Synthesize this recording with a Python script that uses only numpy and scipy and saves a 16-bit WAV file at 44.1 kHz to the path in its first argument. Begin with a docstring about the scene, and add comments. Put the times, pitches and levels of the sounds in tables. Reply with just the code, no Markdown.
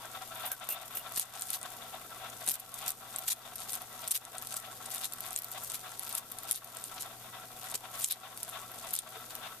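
"""In a mesh terrarium a lizard clambers along a branch, claws scraping, and chews a large insect close by.
Each bite is a rustle of wings, then a crush: a swarm of tiny random fractures, with sharp snaps set singly.
Jaws and feet knock as pushes with a low ring; faint squeaks are notes of unsteady pitch. Behind lie hum, room
noise and a hollow rush, resonant noise surging about three times a second; gain control ducks loud sounds."""
import sys
import numpy as np
from scipy import signal
from scipy.fft import rfft, irfft, next_fast_len
from scipy.io import wavfile
from scipy.ndimage import uniform_filter1d, map_coordinates

SR = 44100
rng = np.random.default_rng(int(sys.argv[2]) if len(sys.argv) > 2 else 0)


def transcribe(u):
    """Save the signal u as a 16-bit wav file named by the first command-line argument.

    u: samples, shape (n,) or (channels, n), limited to [-1, 1]; the rate is SR.
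    q: integer samples, one column per channel.
    """
    v = np.clip(np.atleast_2d(u).T, -1, 1)
    q = np.round(v * 32767).astype(np.int16)
    wavfile.write(sys.argv[1], SR, q)


N = 423360
TIME = np.arange(N) / SR  # s
MOUTH_HZ = 3810  # ring of the open mouth

# Spectrum of the cracking shell. Each row: frequency in Hz, relative density in dB.
SHELL_SPECTRUM = [(100, -36), (900, -14), (2200, -9.5), (3700, -4), (5600, -4.5), (8500, 1), (11000, -1),
                  (14000, -0.5)]


def amp(db):
    """Decibels to gain."""
    return 10 ** (np.asarray(db) / 20)


def unit(x):
    """Scale to rms 1."""
    return x / np.sqrt(np.mean(x ** 2) + 1e-20)


def along(points, hz):
    """Interpolate (Hz, value) points on a log frequency axis."""
    point_hz, values = np.transpose(points)
    return np.interp(np.log(hz + 1), np.log(point_hz), values)


def over_time(points):
    """Join (s, value) points by straight lines."""
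    return np.interp(TIME, *np.transpose(points))


def wobble(knots_per_s):
    """Smooth random curve through normally distributed knots."""
    return map_coordinates(rng.standard_normal(4096), [TIME * knots_per_s], mode="wrap")


def swells(rows, rest_db, steepness=2):
    """Power of overlapping (middle s, half length s, dB) swells over a rest level; steep ones end abruptly."""
    def bell(u):
        return np.exp(-np.minimum(np.abs(u), 6) ** np.where(u < 0, 2, steepness))

    coarse_s = TIME[::20]
    power = sum(amp(db) ** 2 * bell((coarse_s - s) / half_s) for s, half_s, db in rows)
    return amp(rest_db) ** 2 + np.interp(TIME, coarse_s, power)


def filtered(x, response):
    """Multiply the spectrum of x by a response of frequency in Hz."""
    size = next_fast_len(N + SR // 2)
    hz = np.fft.rfftfreq(size, 1 / SR)
    return irfft(rfft(x, size) * response(hz), size)[..., :N]


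def coloured(x, spectrum):
    """Filter x by a (Hz, dB) spectrum."""
    return filtered(x, lambda hz: amp(along(spectrum, hz)))


def resonances(modes, hz):
    """Power-summed gain of (centre Hz, width Hz, dB) resonances."""
    power = 0
    for centre, width, db in modes:
        mode = amp(db) * hz * width / (centre * centre - hz * hz + 1j * hz * width)
        power = power + np.abs(mode) ** 2
    return np.sqrt(power)


def panned(x, left_db):
    """Lean a sound left by a level difference."""
    return x * amp([[left_db / 2], [-left_db / 2]])


def diffuse(gain):
    """Stereo noise of rms 1 from all around: alike in the bass, nearly unrelated in the treble."""
    # Left-right correlation. Each row: frequency in Hz, correlation from 0 to 1.
    correlation = [(100, 0.55), (700, 0.89), (1400, 0.71), (3000, 0.02)]

    def mid_side(hz):
        angle = np.arccos(np.clip(along(correlation, hz), 0, 1)) / 2
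        return gain(hz) * np.array([np.cos(angle), np.sin(angle)])

    mid, side = filtered(rng.standard_normal((2, N)), mid_side)
    return unit(np.array([mid + side, mid - side]))


def add(track, s, sound):
    """Mix a sound into a track at time s."""
    part = track[..., max(round(s * SR), 0):][..., :sound.shape[-1]]
    part += sound[..., :part.shape[-1]]


def room(noise_db, hum_db, waver_db):
    """Wavering hum tones of the terrarium's equipment over steady diffuse noise."""
    # Mains hum and neighbouring tones. Each row: frequency in Hz, relative peak level in dB.
    hum_tones = [(97, -76), (120, -64.5), (180, -79), (236.7, -72), (243.3, -76)]
    # Room noise spectrum. Each row: frequency in Hz, relative density in dB.
    noise_spectrum = [(25, -5), (100, -6.5), (220, -2), (340, -4.5), (500, -1), (1300, -27), (2000, -13),
                      (5200, -9), (14000, -5.5)]
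    hum = 0
    for hz, db in hum_tones:
        level = amp(db + hum_db + waver_db * wobble(4.1))
        hum = hum + level * np.sin(2 * np.pi * hz * TIME + 0.16 * wobble(2.3))
    noise = amp(noise_db) * diffuse(lambda hz: amp(along(noise_spectrum, hz)))
    return panned(hum + noise, left_db=2.5)


def surges(uneven_db):
    """Surges of the rush: a strictly timed cycle, each surge of slightly different strength."""
    # One cycle. Each row: middle in seconds into the cycle, half length in s, relative level in dB.
    cycle = [(0.023, 0.015, -51.5), (0.07, 0.03, -52), (0.159, .028, -47.9), (0.225, 0.02, -51.5)]
    period_s = .3
    starts_s = np.arange(0, N / SR, period_s)
    return [(start + s, half_s, db + uneven_db * rng.normal())
            for start in starts_s for s, half_s, db in cycle]


def rush(rest_db, hollow_db, whistle_db, brighten, puff_bright_db, flutter_db, shimmer_db):
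    """Fluttering noise pulses in shimmering hollow resonances; strong pulses and extra puffs are brighter."""
    # Hollow resonances. Each row: centre in Hz, width in Hz, relative level in dB.
    hollow_modes = [(660, 50, -5), (747, 32, 0), (960, 65, -8), (1118, 60, -5), (1338, 34, -0.5),
                    (1550, 150, -11), (1960, 70, -12)]
    # Thinner upper resonances. Each row: centre in Hz, width in Hz, relative level in dB.
    whistle_modes = [(2650, 1030, 8), (3390, 110, 13), (3633, 59, 16.5), (3880, 260, 4)]
    # Slow level drift. Each row: time in s, gain in dB.
    drift = [(0, 2.5), (.76, 5.5), (1.3, 2), (6.4, 0), (9.45, 2)]
    # Extra puffs of the rush, some on the beat, some between.
    # Each row: middle in s, half length in s, relative level in dB.
    puffs = [(.4, 0.018, -50), (.63, .012, -51), (1.82, 0.01, -50), (1.863, 0.009, -50), (2.21, 0.02, -51),
             (2.83, 0.044, -49), (4.04, 0.014, -48), (4.35, .02, -53), (4.655, 0.019, -52),
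             (4.96, .02, -49), (5.255, 0.012, -49), (5.565, .02, -49), (6.105, 0.006, -50),
             (7.115, 0.026, -54), (7.85, 0.012, -48), (8.26, 0.03, -54), (8.545, .02, -48),
             (9.08, 0.012, -50), (9.45, 0.025, -48)]

    def level_db(rows):
        return 10 * np.log10(swells(rows, rest_db)) + over_time(drift)

    def band(hz):
        return 1 / np.sqrt((1 + (520 / (hz + 1)) ** 6) * (1 + (hz / 2500) ** 4))

    beat = surges(uneven_db=0.5)
    swell_db = level_db(beat + list(puffs))
    edge_db = level_db(beat + [(s, half_s, db + puff_bright_db) for s, half_s, db in puffs])
    flutter = flutter_db * (wobble(55) + wobble(170))
    hollow = 0
    for centre, width, db in hollow_modes:
        shimmer = amp(db + shimmer_db * wobble(32))
        noise = diffuse(lambda hz: resonances([(centre, width, 0)], hz) * band(hz))
        hollow = hollow + shimmer * np.sqrt(width) * noise
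    body = amp(swell_db + flutter + hollow_db) * unit(hollow)
    brightness_db = brighten * (swell_db - swell_db.mean())
    edge_gain = amp(edge_db + flutter + whistle_db + brightness_db)
    edge = edge_gain * diffuse(lambda hz: resonances(whistle_modes, hz))
    return panned(body, left_db=2.5) + panned(edge, left_db=7.5)


def squeaks(level_db, width):
    """Brief, faint sine notes of unsteady pitch under bell-shaped envelopes."""
    # Each row: middle in s, half length in s, frequency in Hz, relative level in dB.
    notes = [(0.528, 0.024, 1560, -37.5), (0.72, 0.022, 2720, -36), (1.003, 0.011, 2880, -43),
             (9.173, 0.014, 443, -43.5)]
    out = 0
    for s, half_s, hz, db in notes:
        phase = 2 * np.pi * hz * np.cumsum(1 + width * wobble(480)) / SR
        out = out + amp(db + level_db) * np.exp(-((TIME - s) / half_s) ** 2) * np.sin(phase)
    return out


def scrapes(level_db, rough_db):
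    """A claw slips on bark at once and skids to rest, catching on the grain with a thin, gritty hiss."""
    # Claw slips. Each row: start in s, relative level in dB, 60 dB decay time in s.
    slips = [(.397, -44, .12), (.454, -38, .06), (.462, -36, .1), (.517, -25.5, .07), (.689, -26, .04),
             (.701, -28, .11), (.723, -29.5, .07), (.858, -46, .05), (.91, -45, .06), (.952, -35, .12),
             (.971, -33, .13)]
    # Scratch spectrum. Each row: frequency in Hz, relative density in dB.
    scratch_spectrum = [(100, -35), (500, -14.5), (2000, -20.5), (2750, -12.5), (4000, -23), (8000, -14),
                        (11500, -5), (13500, -2.5)]
    power, t = np.zeros(N), np.arange(SR // 5) / SR
    for s, db, t60_s in slips:
        add(power, s, amp(db - 60 * t / t60_s) ** 2)
    catching = amp(rough_db * (wobble(1500) + wobble(250)))
    noise = rng.standard_normal((2, N)) + rng.standard_normal(N)  # partly shared by both sides
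    grit = unit(coloured(noise * catching, scratch_spectrum))
    return panned(amp(level_db) * np.sqrt(power) * grit, left_db=1.5)


def knocks(level_db, ring_db, t60_s):
    """Dead contacts of jaws and feet: one abrupt push and a brief low ring."""
    # Each row: start in s, relative level in dB, ring in Hz.
    contacts = [(0.975, -48, 176), (1.1768, -42, 218), (1.1968, -49, 900), (2.4815, -41.5, 200),
                (2.4962, -45.5, 220), (2.5103, -43, 180), (2.861, -51, 294), (7.746, -48, 420),
                (7.755, -47, 430)]
    # Knock spectrum. Each row: frequency in Hz, relative density in dB.
    jaw_spectrum = [(30, -12), (150, -7), (450, 1), (900, 0), (3000, -1.5), (6000, -2)]
    out, t = np.zeros(N), np.arange(SR // 25) / SR
    for s, db, hz in contacts:
        ring = amp(-60 * t / t60_s) * np.cos(2 * np.pi * hz * t)
        push = t == 0
        add(out, s, amp(db + level_db) * (push + amp(ring_db) * ring / np.linalg.norm(ring)))
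    return coloured(out, jaw_spectrum)


def chewing():
    """Power of the crackle: each bite is a rustle, then a crush that stops as the jaws meet."""
    # Jaws closing on shell and wings. Each row: middle in s, half length in s,
    # relative level of the crush in dB, relative level of the rustle before it in dB.
    bites = [(1.199, 0.032, -35.5, -60), (1.539, 0.022, -38, -45), (2.495, 0.027, -37.5, -56),
             (2.545, 0.01, -38, -67), (2.889, 0.02, -38.5, -48.5), (3.287, 0.007, -31, -52),
             (3.318, 0.012, -30.5, -53), (3.742, 0.03, -46, -47), (4.12, 0.007, -33, -55),
             (4.158, 0.015, -33, -59), (4.571, 0.006, -41, -48), (5.052, 0.008, -36, -46),
             (5.38, 0.01, -47, -49), (5.748, 0.009, -39.5, -47.5), (6.181, 0.005, -35.5, -47),
             (6.542, 0.041, -39.5, -55), (7.02, 0.012, -45, -56.5), (7.751, 0.007, -36, -49),
             (8.066, 0.019, -39, -60), (8.113, 0.011, -33, -44), (8.483, 0.007, -46, -54.5),
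             (8.952, 0.022, -37, -49.5)]
    # Faint crackle between bites. Each row: time in s, relative level in dB.
    between = [(0, -59), (.25, -54.5), (.6, -53.5), (3.3, -59.5), (4.75, -57), (5.15, -60.5), (5.55, -49),
               (6.6, -62.5), (6.8, -50.5), (7.3, -64), (8.3, -59.5), (9.35, -55), (9.6, -64)]
    rustle_lead_s, rustle_half_s = 0.068, 0.088  # the prey shifts in the opening mouth
    crushes = [(s, half_s, db) for s, half_s, db, _ in bites]
    rustles = [(s - rustle_lead_s, rustle_half_s, db) for s, _, _, db in bites]
    return swells(crushes + rustles, over_time(between), steepness=5.4)


def crackle(power, level_db, rate_per_s, size_db, tint_db, drift_db,
            splinter_db, splinter_life_s, hiss_db, apart):
    """Tiny fractures of uneven size and colour, denser and louder as the jaws press."""
    # Deeper crunches, the closing mouth ringing. Each row: middle in s, half length in s, level in dB.
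    squeezes = [(3.32, .012, -38), (4.16, .012, -42), (5.05, .01, -40), (6.562, .012, -45),
                (8.117, .011, -37), (8.99, .007, -39)]
    squeeze_width_hz = 500
    density = rate_per_s * (power / power.mean()) ** .3
    sizes = amp(size_db * np.clip(rng.standard_normal(N), -2, 2)) * rng.choice([-1, 1], N)
    grains = unit((rng.random(N) < density / SR) * sizes / np.sqrt(density))
    # fractures shed decaying splinter noise
    decay = np.exp(-1 / (splinter_life_s * SR))
    shed = np.sqrt(np.abs(signal.lfilter([1], [1, -decay], grains ** 2)))
    fizz = (amp(splinter_db) * unit(shed) + amp(hiss_db)) * rng.standard_normal((2, N))
    # each grain reaches the two ports at its own strengths
    grains = grains * (1 + apart * rng.standard_normal((2, N)))
    # thick pieces crack dull, thin ones bright; the mix drifts
    texture = 0
    for low_hz, high_hz in [(0, 5500), (5500, 10500), (10500, SR)]:
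        def band(hz):
            return 1 / (1 + (hz / high_hz) ** 8) / (1 + (low_hz / (hz + 1)) ** 8)

        pieces = unit(grains * amp(tint_db * rng.uniform(-1, 1, N))) + fizz
        texture = texture + filtered(pieces * amp(drift_db * wobble(50)), band)
    crisp = amp(level_db) * np.sqrt(power) * unit(coloured(texture, SHELL_SPECTRUM))
    mouth = filtered(texture, lambda hz: resonances([(MOUTH_HZ, squeeze_width_hz, 0)], hz))
    deep = np.sqrt(swells(squeezes, -np.inf)) * unit(mouth)
    return panned(crisp + deep, left_db=3)


def snaps(level_db, cycles, splinter_db, splinter_t60_s, splinter_size_db, mouth_db, left_db, spread_db):
    """Each crack is a short kick trailed by uneven splinters; big ones are duller and ring the mouth more."""
    # Sharpest cracks of the shell. Each row: time in s, relative level in dB.
    cracks = [(1.122, -18.0), (1.1624, -10.0), (1.1741, -12.5), (1.1768, -9.5), (1.1799, -8.5),
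              (1.1968, 0.5), (1.3958, -16.5), (1.411, -10.5), (1.4216, -7.0), (1.5038, -7.5),
              (1.5061, -10.5), (1.5322, -8.5), (1.539, -11.5), (1.5416, -11.5), (1.5453, -12.5),
              (1.5579, -15.0), (1.6145, -18.5), (1.6301, -13.5), (2.4642, -14), (2.4765, -8.0),
              (2.4783, -10.0), (2.4815, -5.5), (2.4884, 2.5), (2.4961, -1.0), (2.5027, -6.0),
              (2.5095, -4.5), (2.5158, -2.0), (2.518, -5.0), (2.5398, -9.5), (2.5419, -10.5),
              (2.5551, -8.0), (2.598, -16), (2.6017, -14.5), (2.7418, -13.0), (2.8802, -6.5), (2.892, -6.0),
              (2.9035, -9.0), (2.9062, -9.0), (2.9192, -14.0), (3.1615, -8.5), (3.1859, -10.0),
              (3.1909, -12.5), (3.2804, -6.5), (3.2841, -5.0), (3.2862, -7.0), (3.3084, -8.0),
              (3.3301, -8.5), (3.5573, -15.0), (3.5605, -18.0), (3.6038, -18.0), (3.7054, -17.0),
              (3.722, -15.0), (3.7323, -11.5), (3.7405, -15.5), (3.7435, -14.5), (3.7535, -11.5),
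              (3.8191, -17.0), (4.0772, -10.0), (4.0813, -9.0), (4.1078, -14.5), (4.1104, -5.5),
              (4.1153, 1.0), (4.1207, -4.0), (4.1486, -8.0), (4.1539, -5.0), (4.1613, -4.5),
              (4.1765, -11.0), (4.2518, -15.5), (4.3826, -11.5), (4.4236, -14.5), (4.4712, -16.0),
              (4.5421, -13.0), (4.5676, -12.5), (4.6011, -19.5), (4.8605, -16.5), (4.9429, -15.0),
              (4.9473, -12.5), (4.9602, -17.0), (4.982, -16.0), (5.1235, -16.0), (5.1358, -11.5),
              (5.2062, -13.0), (5.3071, -17.5), (5.3301, -17.0), (5.3623, -5.5), (5.3759, -11.0),
              (5.3889, -9.0), (5.4211, -16.0), (5.445, -11.5), (5.5162, -14.5), (5.7009, -16.5),
              (5.7194, -16.0), (5.7446, -13.5), (5.9946, -11.5), (6.0344, -16.5), (6.1272, -15.0),
              (6.152, -5.5), (6.182, -12.0), (6.3164, -17.5), (6.3197, -16.5), (6.3867, -15.0),
              (6.4338, -18.5), (6.512, 0.5), (6.5204, -3.0), (6.5285, -7.5), (6.5597, -9.5),
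              (6.6456, -17.5), (6.7701, -14.5), (6.8403, -12.0), (7.0094, -17.5), (7.0225, -15.0),
              (7.7153, -15.0), (7.7463, -13.0), (7.7562, -7.5), (8.0242, -16.5), (8.0303, -16.0),
              (8.0404, -9.0), (8.0445, 0.5), (8.0506, -9.0), (8.0863, -11.0), (8.108, -8.0), (8.1117, -3.0),
              (8.1228, -1.5), (8.3755, -17.0), (8.4314, -10.0), (8.4915, -18.5), (8.497, -18.5),
              (8.9081, -17.0), (8.9345, -10.5), (8.9388, -5.5), (8.9527, -6.0), (8.9642, -11.5),
              (8.9897, -3.0), (8.992, -11.5), (9.3531, -13.0)]
    crack_hz, fall_per_db, scatter = 10340, .006, 0.3  # centre at 0 dB, log fall with size, log spread
    mouth_t60_s = 0.0044
    low_hz = 1980  # so small a shell radiates little below this
    out, t = np.zeros((2, N)), np.arange(SR // 50) / SR
    splinters = np.zeros((2, N))
    for s, db in cracks:
        hz = crack_hz * np.exp(-fall_per_db * db + scatter * rng.uniform(-1, 1))
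        age = t * hz / cycles
        kick = age ** 2 * np.exp(-age) * np.sin(2 * np.pi * (hz * t + rng.random()))
        ring_hz = MOUTH_HZ * (1 + 0.025 * rng.normal())
        ring = amp(-60 * t / mouth_t60_s) * np.sin(2 * np.pi * ring_hz * t)
        ring_gain = amp(mouth_db) * (MOUTH_HZ / hz) ** 2
        crack = kick / np.linalg.norm(kick) + ring_gain * ring / np.linalg.norm(ring)
        # start early so that the kick peaks at s
        add(out, s - 2 * cycles / hz, panned(amp(db + level_db) * crack, left_db + spread_db * rng.normal()))
        sizes = amp(splinter_size_db * np.clip(rng.standard_normal(len(t)), -2, 2))
        chips = unit(sizes * rng.standard_normal((2, len(t))))
        add(splinters, s, amp(db + splinter_db - 60 * t / splinter_t60_s) * chips)
    radiated = filtered(out, lambda hz: 1 / (1 + (low_hz / (hz + 1)) ** 2))
    return radiated + coloured(splinters, SHELL_SPECTRUM)


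def terrarium(x, wet_db, t60_s):
    """The close walls answer with a short diffuse tail of decaying noise."""
    t = np.arange(SR // 4) / SR
    tail = rng.standard_normal((2, len(t))) * amp(-60 * t / t60_s) * (t > .002)
    return x + amp(wet_db) * signal.fftconvolve(x, tail / np.linalg.norm(tail[0]), axes=1)[:, :N]


def scene():
    """Chewing and clambering in their enclosure, over the background and squeaks."""
    cracks = snaps(level_db=0.2, cycles=0.8, splinter_db=-15, splinter_t60_s=0.009,
                   splinter_size_db=7, mouth_db=0, left_db=2.5, spread_db=2)
    crunch = crackle(chewing(), level_db=5.5, rate_per_s=480, size_db=3, tint_db=7, drift_db=3,
                     splinter_db=0, splinter_life_s=.0007, hiss_db=-14, apart=.7)
    thumps = knocks(level_db=33.5, ring_db=-14.5, t60_s=0.024)
    claws = scrapes(level_db=7.5, rough_db=2.5)
    hollow = rush(rest_db=-56, hollow_db=-1.5, whistle_db=-8.5, brighten=0.55,
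                  puff_bright_db=3, flutter_db=1.5, shimmer_db=2)
    background = hollow + room(noise_db=-49.5, hum_db=2.0, waver_db=1.0)
    near = terrarium(cracks + crunch + thumps + claws, wet_db=-9, t60_s=0.05)
    return near + background + squeaks(level_db=-4, width=0.0423)


def gain_control(x, threshold_db, slope, release_db_per_s, attack_s):
    """Loud sounds pull the gain down; it creeps back at a constant rate in dB."""
    power = uniform_filter1d(x.mean(0) ** 2, size=132)  # 3 ms average
    level_db = 10 * np.log10(np.abs(power) + 1e-12)
    cut_db = slope * np.maximum(level_db - threshold_db, 0)
    release_db = release_db_per_s * TIME
    held_db = np.maximum.accumulate(cut_db + release_db) - release_db
    pole = np.exp(-1 / (attack_s * SR))
    return x * amp(-signal.lfilter([1 - pole], [1, -pole], held_db))


def record(dry):
    """The camera's gain control, two ports a hair apart, steep treble cut and band limit."""
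    # Treble resonance of the right port. Each row: frequency in Hz, gain in dB.
    right_port = [(5000, 0), (8500, -1.5), (13000, 2)]
    # Treble cut of the whole sound. Each row: frequency in Hz, gain in dB.
    treble_cut = [(14200, 0), (14500, -19), (16000, -34)]
    right_lag_s, top_hz = 1.2e-5, 16600
    left, right = gain_control(dry, threshold_db=-34, slope=.44, release_db_per_s=19, attack_s=.005)
    right = filtered(coloured(right, right_port), lambda hz: np.exp(-2j * np.pi * hz * right_lag_s))
    return filtered(np.array([left, right]), lambda hz: amp(along(treble_cut, hz)) * (hz < top_hz))


dry = scene()
out = record(dry)
transcribe(out)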